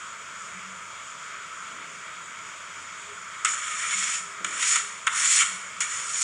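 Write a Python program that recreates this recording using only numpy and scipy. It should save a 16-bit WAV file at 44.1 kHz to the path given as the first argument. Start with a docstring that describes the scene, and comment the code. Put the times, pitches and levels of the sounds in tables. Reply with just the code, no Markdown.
"""Spatulas on a frosted plate

Two steel spatulas land on a frosted cold plate and rasp across it in four strokes, close to a small camera.
Ice crystals break under the edges as dense clicks, which also ring the blades; landings and catches are bursts.
A small hard room answers. Behind it are soft handling noises and the freezer: fan hiss, motor whine and hums.
The camera's housing colours everything at the microphone with peaks and dips, and a top cut ends the treble."""
import sys
import numpy as np
from scipy import signal
from scipy.fft import rfft, irfft, next_fast_len
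from scipy.io import wavfile

SR = 44100
rng = np.random.default_rng(int(sys.argv[2]) if len(sys.argv) > 2 else 0)


def unload_wav(signal):
    """Save mono or channel-first audio to the path in sys.argv[1] as 16-bit WAV at rate SR, clipped to [-1, 1]."""
    wavfile.write(
        sys.argv[1],
        SR,
        np.round(np.clip(np.atleast_2d(signal).T, -1, 1) * 32767).astype(np.int16),
    )


N = 275139
SIZE = next_fast_len(N + SR // 4, real=True)
HZ = np.arange(SIZE // 2 + 1) * SR / SIZE
T = np.arange(N) / SR

# strokes of the edges, from landing to lifting: start_s, crunch_db, lows_minus_crunch_db
STROKE_PATHS = [
    [(3.466, -31, 4), (3.546, -33.5, -7), (3.568, -44, 10), (3.58, -38.5, 3.5), (3.96, -31.5, 2),
     (3.978, -29.5, -1.5), (4.16, -30.5, -1), (4.2, -37.5, 0), (4.22, -50, 6)],
    [(4.463, -41, 4.5), (4.543, -37.5, 3.5), (4.633, -27, 2), (4.649, -28, 2), (4.675, -23.5, -7),
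     (4.765, -24.5, 0), (4.8, -39, 7)],
    [(5.09, -46, 18), (5.106, -42, 8), (5.158, -28.5, 0.5), (5.352, -18, -8.5), (5.414, -24, 4.5),
     (5.45, -37, 7.5)],
    [(5.822, -27.5, -0.5), (5.86, -39, 2.5), (5.982, -33.5, -2), (6.052, -35.5, -2), (6.239, -25.5, -10)],
]
# blade angle of each stroke: moved_from_rasp_to_drone_db, middle_minus_crunch_db (at the even crunch level)
BLADE_ANGLES = [(-2.5, -12), (-1.8, -11.5), (-0.9, -14), (-1.6, -11.5)]
# bands of the scrape, in the order crunch, drone, rasp, middle rasp: low_hz, high_hz
SCRAPE_BANDS = [(5600, 16000), (950, 1850), (1850, 3900), (4100, 5600)]
# colour of the ice clicks: pitch_hz, level_db (per Hz)
ICE_COLOUR = [(900, 1.5), (1300, 7), (2300, 3.5), (3300, -1), (4800, -9), (6000, -3.5), (7000, -1),
              (9000, -5.5), (11000, -2.5), (16000, -2)]
# ringing modes of the steel blades: pitch_hz, level_db, t60_s
BLADE_MODES = [(990, -9, .05), (1230, -6, .05), (1440, -7, .06), (1775, -7, .07), (1955, -8, .07),
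               (2165, -8, .1), (2425, -6, .07), (2600, -9, .06), (3140, -10, .05), (3450, -12, .06),
               (4380, -12, .05), (5420, -12, .06), (6090, -11, .07), (6525, -10, .1), (6643, -9, .12),
               (6806, -8, .1), (6964, -8, .1), (7125, -9, .1), (7207, -10, .1), (7450, -9, .1),
               (7705, -9, .1), (7944, -10, .1), (8614, -10, .12), (9064, -10, .12), (9312, -11, .12)]
# edge landings, then catches in mid-stroke: start_s, sharp_db, dull_minus_sharp_db, dull_centre_hz
EDGE_BLOWS = [(3.4482, -12, -3, 2470), (3.455, -20, 3, 1400), (4.4458, -18, 3, 2000),
              (5.0672, -24, -3, 3400), (5.070, -19, 8, 1190), (5.0762, -28, 11, 2200),
              (5.8055, -14.5, -8, 1870), (3.5351, -26.5, 3, 1380), (3.795, -32, -4, 2390),
              (4.4665, -29, 1, 2200), (4.626, -19, 3.5, 3140), (4.6504, -25, -3, 1230),
              (4.672, -18, -9, 2360), (4.7578, -14.5, 0, 1450), (5.1497, -26, -2, 2170),
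              (5.256, -15.5, -9, 1295), (5.3594, -18.5, -11.5, 2430), (5.82, -24, -8, 1430),
              (6.156, -25, 0, 3450), (6.218, -15, -10, 2510)]
# soft handling, dull bumps and thin rustles: start_s, rise_s, dying_s (60 dB), low_hz, high_hz, level_db
HANDLING_NOISES = [(1.29, .005, .2, 8300, 11500, -57), (1.68, .06, 1.2, 180, 880, -48),
                   (2.96, .01, .15, 1000, 3000, -42), (3.17, .04, .4, 5000, 10500, -52),
                   (3.335, .005, .1, 1000, 3500, -40), (4.405, .004, .15, 150, 900, -45),
                   (4.43, .02, 1.4, 150, 700, -49), (5.76, .005, .1, 1000, 9000, -42)]
# fan air before the housing: pitch_hz, level_db (per Hz)
FAN_COLOUR = [(25, -23), (65, -26.5), (90, -10.5), (120, -16.5), (185, -9), (255, -21), (410, -16),
              (650, -15), (1300, -5), (2300, -10), (4500, -23.5), (7000, -18.5), (10000, -29.5),
              (16000, -10)]
# motor tones heard through the housing, some in families one shaft turn apart: pitch_hz, level_db (rms)
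MOTOR_WHINE = [(646, -67.5), (1362, -63), (2164, -62), (2262, -64), (3196, -65), (3244, -67), (3392, -68),
               (6146, -71), (6195, -72), (6243, -72), (6292, -74), (6783, -71), (7767, -64), (8613, -76)]
# brief swells of the low hums: middle_s, length_s, which (0 lower, 1 upper), level_db
HUM_SWELLS = [(.57, .044, 0, -60), (.67, .22, 0, -59.5), (3.098, .13, 1, -63), (4.012, .1, 0, -59),
              (4.226, .05, 0, -62), (4.338, .17, 1, -65), (4.46, .084, 0, -60.5), (4.863, .089, 1, -62),
              (5.54, .09, 0, -62), (5.667, .078, 0, -61), (5.81, .07, 0, -63)]
# the lower and the upper hum: pitch_hz
HUM_PITCHES = [187, 410]
# peaks and dips of the cavity around the microphone: pitch_hz, width_hz, level_db
HOUSING_PEAKS = [(790, 150, -12), (1300, 400, 6), (2250, 400, 4), (3300, 500, 4), (6950, 550, 9),
                 (7850, 600, 4), (8270, 230, -12), (8900, 800, 3), (4020, 260, -7), (9680, 330, -17)]
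# broad curve of the housing: pitch_hz, level_db
HOUSING_CURVE = [(20, 3), (9000, 11.5), (10300, 0), (11000, -8), (11600, -27), (13000, -33), (20000, -85)]

LANDING_S = .016  # each scrape starts this long before its first row, under the landing blow
LIFT_S = .19  # the scrape falls 60 dB in this time when the edge leaves the plate
EVEN_DB = -27.5  # crunch level at which the level-dependent shifts are zero
DRONE_LOSS_DB_PER_DB = .304  # the louder the crunch, the more of the lows pass from drone to rasp
MIDDLE_GAIN_DB_PER_DB = .2647  # the middle rasp grows faster than the crunch
DRONE_DB, RASP_DB = -6.5, -5.5  # against the lows
SHARP_LEAD_S, SHARP_RISE_S, SHARP_DYING_S = .001, .0008, .022
DULL_RISE_S, DULL_DYING_S = .00024, .0364
ROOM_T60_S, BLOW_WET_DB, RASP_WET_DB = .69, -7, -7
FAN_DB, PREAMP_DB, TOP_HZ = -39.5, -72.5, 15750


def scrape():
    """Breaking ice clicks directly and rings the blades; the edge judders, so the level flutters."""
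    clicks = colour(crystals(per_s=7000, spread_db=-.5), read(ICE_COLOUR))
    both = heard(clicks) + undb(-7) * heard(ring(clicks, wander_db=9))
    judder_db = 1.2 * walk(70)
    parts = []
    for lo_hz, hi_hz in SCRAPE_BANDS:
        flutter = undb(judder_db + .67 * walk(40))  # shared judder, plus each band's own
        parts.append(flutter * heard(band(both, lo_hz, hi_hz)))
    return np.sum(stroke_gains() * parts, axis=0)


def stroke_gains():
    """Gains of crunch, drone, rasp and middle rasp while an edge touches the plate and as it lifts off."""
    out = np.zeros((4, N))
    for path, (lean_db, middle_db) in zip(STROKE_PATHS, BLADE_ANGLES):
        s, crunch_db, lows_db = np.transpose(path)
        lift = undb(-60 * np.clip(T - s[-1], 0, None) / LIFT_S)
        touching = (T > s[0] - LANDING_S) * lift
        crunch = np.interp(T, s, crunch_db)
        lows = np.interp(T, s, crunch_db + lows_db)
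        excess = crunch - EVEN_DB
        shift = DRONE_LOSS_DB_PER_DB * excess - lean_db
        drone = lows + DRONE_DB - shift
        rasp = lows + RASP_DB + shift
        middle = crunch + middle_db + MIDDLE_GAIN_DB_PER_DB * excess
        out += touching * undb([crunch, drone, rasp, middle])
    return out


def crystals(per_s, spread_db):
    """Breaking ice: clicks at random times, of random sign; sizes lean exponentially, up to four spreads."""
    luck = rng.random((3, N))
    size_db = spread_db * np.minimum(-np.log(1 - luck[2]), 4)
    return (luck[0] < per_s / SR) * np.sign(luck[1] - .5) * undb(size_db)


def ring(x, wander_db):
    """Blade modes struck by x, neighbours in opposite phase; shares wander as the contact point shifts."""
    out = 0
    for k, (hz, db, t60) in enumerate(BLADE_MODES):
        pole = np.exp(2j * np.pi * hz / SR - np.log(1000) / (t60 * SR))
        strike = x * undb(db + wander_db * walk(14))
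        feedback = [1, -2 * pole.real, abs(pole) ** 2]
        out = out + signal.lfilter([0, (-1) ** k * pole.imag], feedback, strike)
    return out


def blows():
    """Each blow is a fast burst of crushed ice; the dull part, pitched by where the edge lands, starts later."""
    grit = colour(crystals(per_s=31000, spread_db=-3), read(ICE_COLOUR))
    sharp = heard(band(grit, 5000, 10000))
    dull = heard(band(grit, 950, 4500))
    out = np.zeros(N)
    for s, db, dull_db, hz in EDGE_BLOWS:
        near = slice(int((s - .01) * SR), int((s + .15) * SR))
        body = signal.lfilter(*signal.iirpeak(hz, .9, fs=SR), dull[near])
        snap = burst(s - SHARP_LEAD_S, SHARP_RISE_S, SHARP_DYING_S, T[near])
        thud = burst(s, DULL_RISE_S, DULL_DYING_S, T[near])
        out[near] += undb(db) * snap * sharp[near]
        out[near] += undb(db + dull_db) * thud * body
    out = band(out, 900, 16000)  # the small blades radiate no bass
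    return out + undb(-54) * ring(out, wander_db=3)


def burst(s, rise, dying, t=T):
    """Envelope that rises quickly from s while it decays by 60 dB per dying time."""
    t = np.clip(t - s, 0, None)
    return (1 - np.exp(-t / rise)) * 10 ** (-3 * t / dying)


def room(x, t60, wet_db):
    """A small hard room: the direct sound plus decaying noise after a short gap."""
    t = T[:SR // 2]
    tail = rng.standard_normal(len(t)) * 10 ** (-3 * t / t60) * (t > .004)
    tail = tail / np.sqrt(np.sum(tail ** 2))
    return x + undb(wet_db) * signal.fftconvolve(x, tail)[:N]


def handling():
    """Soft handling near the microphone: short swells of band-limited noise."""
    noise = rng.standard_normal(N)
    out = 0
    for s, rise, dying, lo_hz, hi_hz, db in HANDLING_NOISES:
        out = out + undb(db) * burst(s, rise, dying) * heard(band(noise, lo_hz, hi_hz))
    return out


def freezer():
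    """Fan air as noise whose half-octave bands swell together slightly and flicker on their own."""
    air = rfft(heard(colour(rng.standard_normal(N), read(FAN_COLOUR))), SIZE)
    swell_db = .3 * walk(1.5)
    place = np.log2(HZ / 30 + 1e-9) * 2  # half octaves above 30 Hz
    fan = 0
    for k in range(19):
        share = np.clip(1 - abs(place - k), 0, 1)  # overlapping triangles
        fan = fan + undb(swell_db + 1.53 * walk(12)) * irfft(air * share, SIZE)[:N]
    return undb(FAN_DB) * fan


def tones():
    """Motor whine as sines with a slight wobble, and low hums that swell briefly and waver more."""
    out = 0
    for hz, db in MOTOR_WHINE:
        before_housing_db = db - np.interp(hz, HZ, HOUSING_DB)
        phase = 2 * np.pi * np.cumsum(hz + 2 * walk(5.5)) / SR
        out = out + undb(before_housing_db + 2 * walk(7.8)) * np.sin(phase)
    waver_db = 2.7 * walk(25)
    drift = np.cumsum(1 + .012 * walk(20)) / SR  # seconds, stretched and squeezed
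    for s, length, which, db in HUM_SWELLS:
        swell = np.exp(-((T - s) / length * 2) ** 2)
        out = out + undb(db + waver_db) * swell * np.sin(2 * np.pi * HUM_PITCHES[which] * drift)
    return np.sqrt(2) * out  # sine levels are rms


def undb(db):
    """Amplitude gain of a level in dB."""
    return np.exp(np.asarray(db) * np.log(10) / 20)


def read(table):
    """Level in dB of a (pitch_hz, level_db) table at every frequency, straight on a log axis."""
    hz, db = np.transpose(table)
    return np.interp(np.log(HZ + 1), np.log(hz), db)


def colour(x, db):
    """Causal minimum-phase filter with the given dB curve: fold the cepstrum of the log gain."""
    c = irfft(np.log(undb(db)), SIZE)
    c[1:SIZE // 2] *= 2
    c[SIZE // 2 + 1:] = 0
    return irfft(rfft(x, SIZE) * np.exp(rfft(c)), SIZE)[..., :N]


def heard(x):
    """Scale so that the sound has rms 1 once it is through the housing."""
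    power = 2 * np.sum(np.abs(rfft(x, SIZE) * undb(HOUSING_DB)) ** 2) / SIZE / N
    return x / np.sqrt(power)


def band(x, lo_hz, hi_hz):
    """Keep the sound between two frequencies."""
    return signal.sosfilt(signal.butter(4, [lo_hz, hi_hz], "band", fs=SR, output="sos"), x)


def walk(rate):
    """Random levels every 1 / rate s, joined by straight lines."""
    knots = rng.standard_normal(N // 400)
    return np.interp(T * rate, np.arange(len(knots)), knots)


# the microphone behind its small port: cavity peaks, cancellation dips, weak top octave
HOUSING_DB = read(HOUSING_CURVE)
for hz, width_hz, db in HOUSING_PEAKS:
    HOUSING_DB = HOUSING_DB + db * np.exp(-((HZ - hz) / width_hz * 2) ** 2)


def scene():
    """Steel on ice in its room, then handling, fan air and motor tones without added room."""
    steel = room(scrape(), ROOM_T60_S, RASP_WET_DB) + room(blows(), ROOM_T60_S, BLOW_WET_DB)
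    return (steel + handling() + freezer() + tones())[None]


def record(dry):
    """The microphone: housing colour, faint amplifier hiss, steep top cut."""
    wet = colour(dry, HOUSING_DB) + undb(PREAMP_DB) * rng.standard_normal(dry.shape)
    return signal.sosfilt(signal.ellip(16, .3, 80, TOP_HZ, fs=SR, output="sos"), wet)


dry = scene()
out = record(dry)
unload_wav(out)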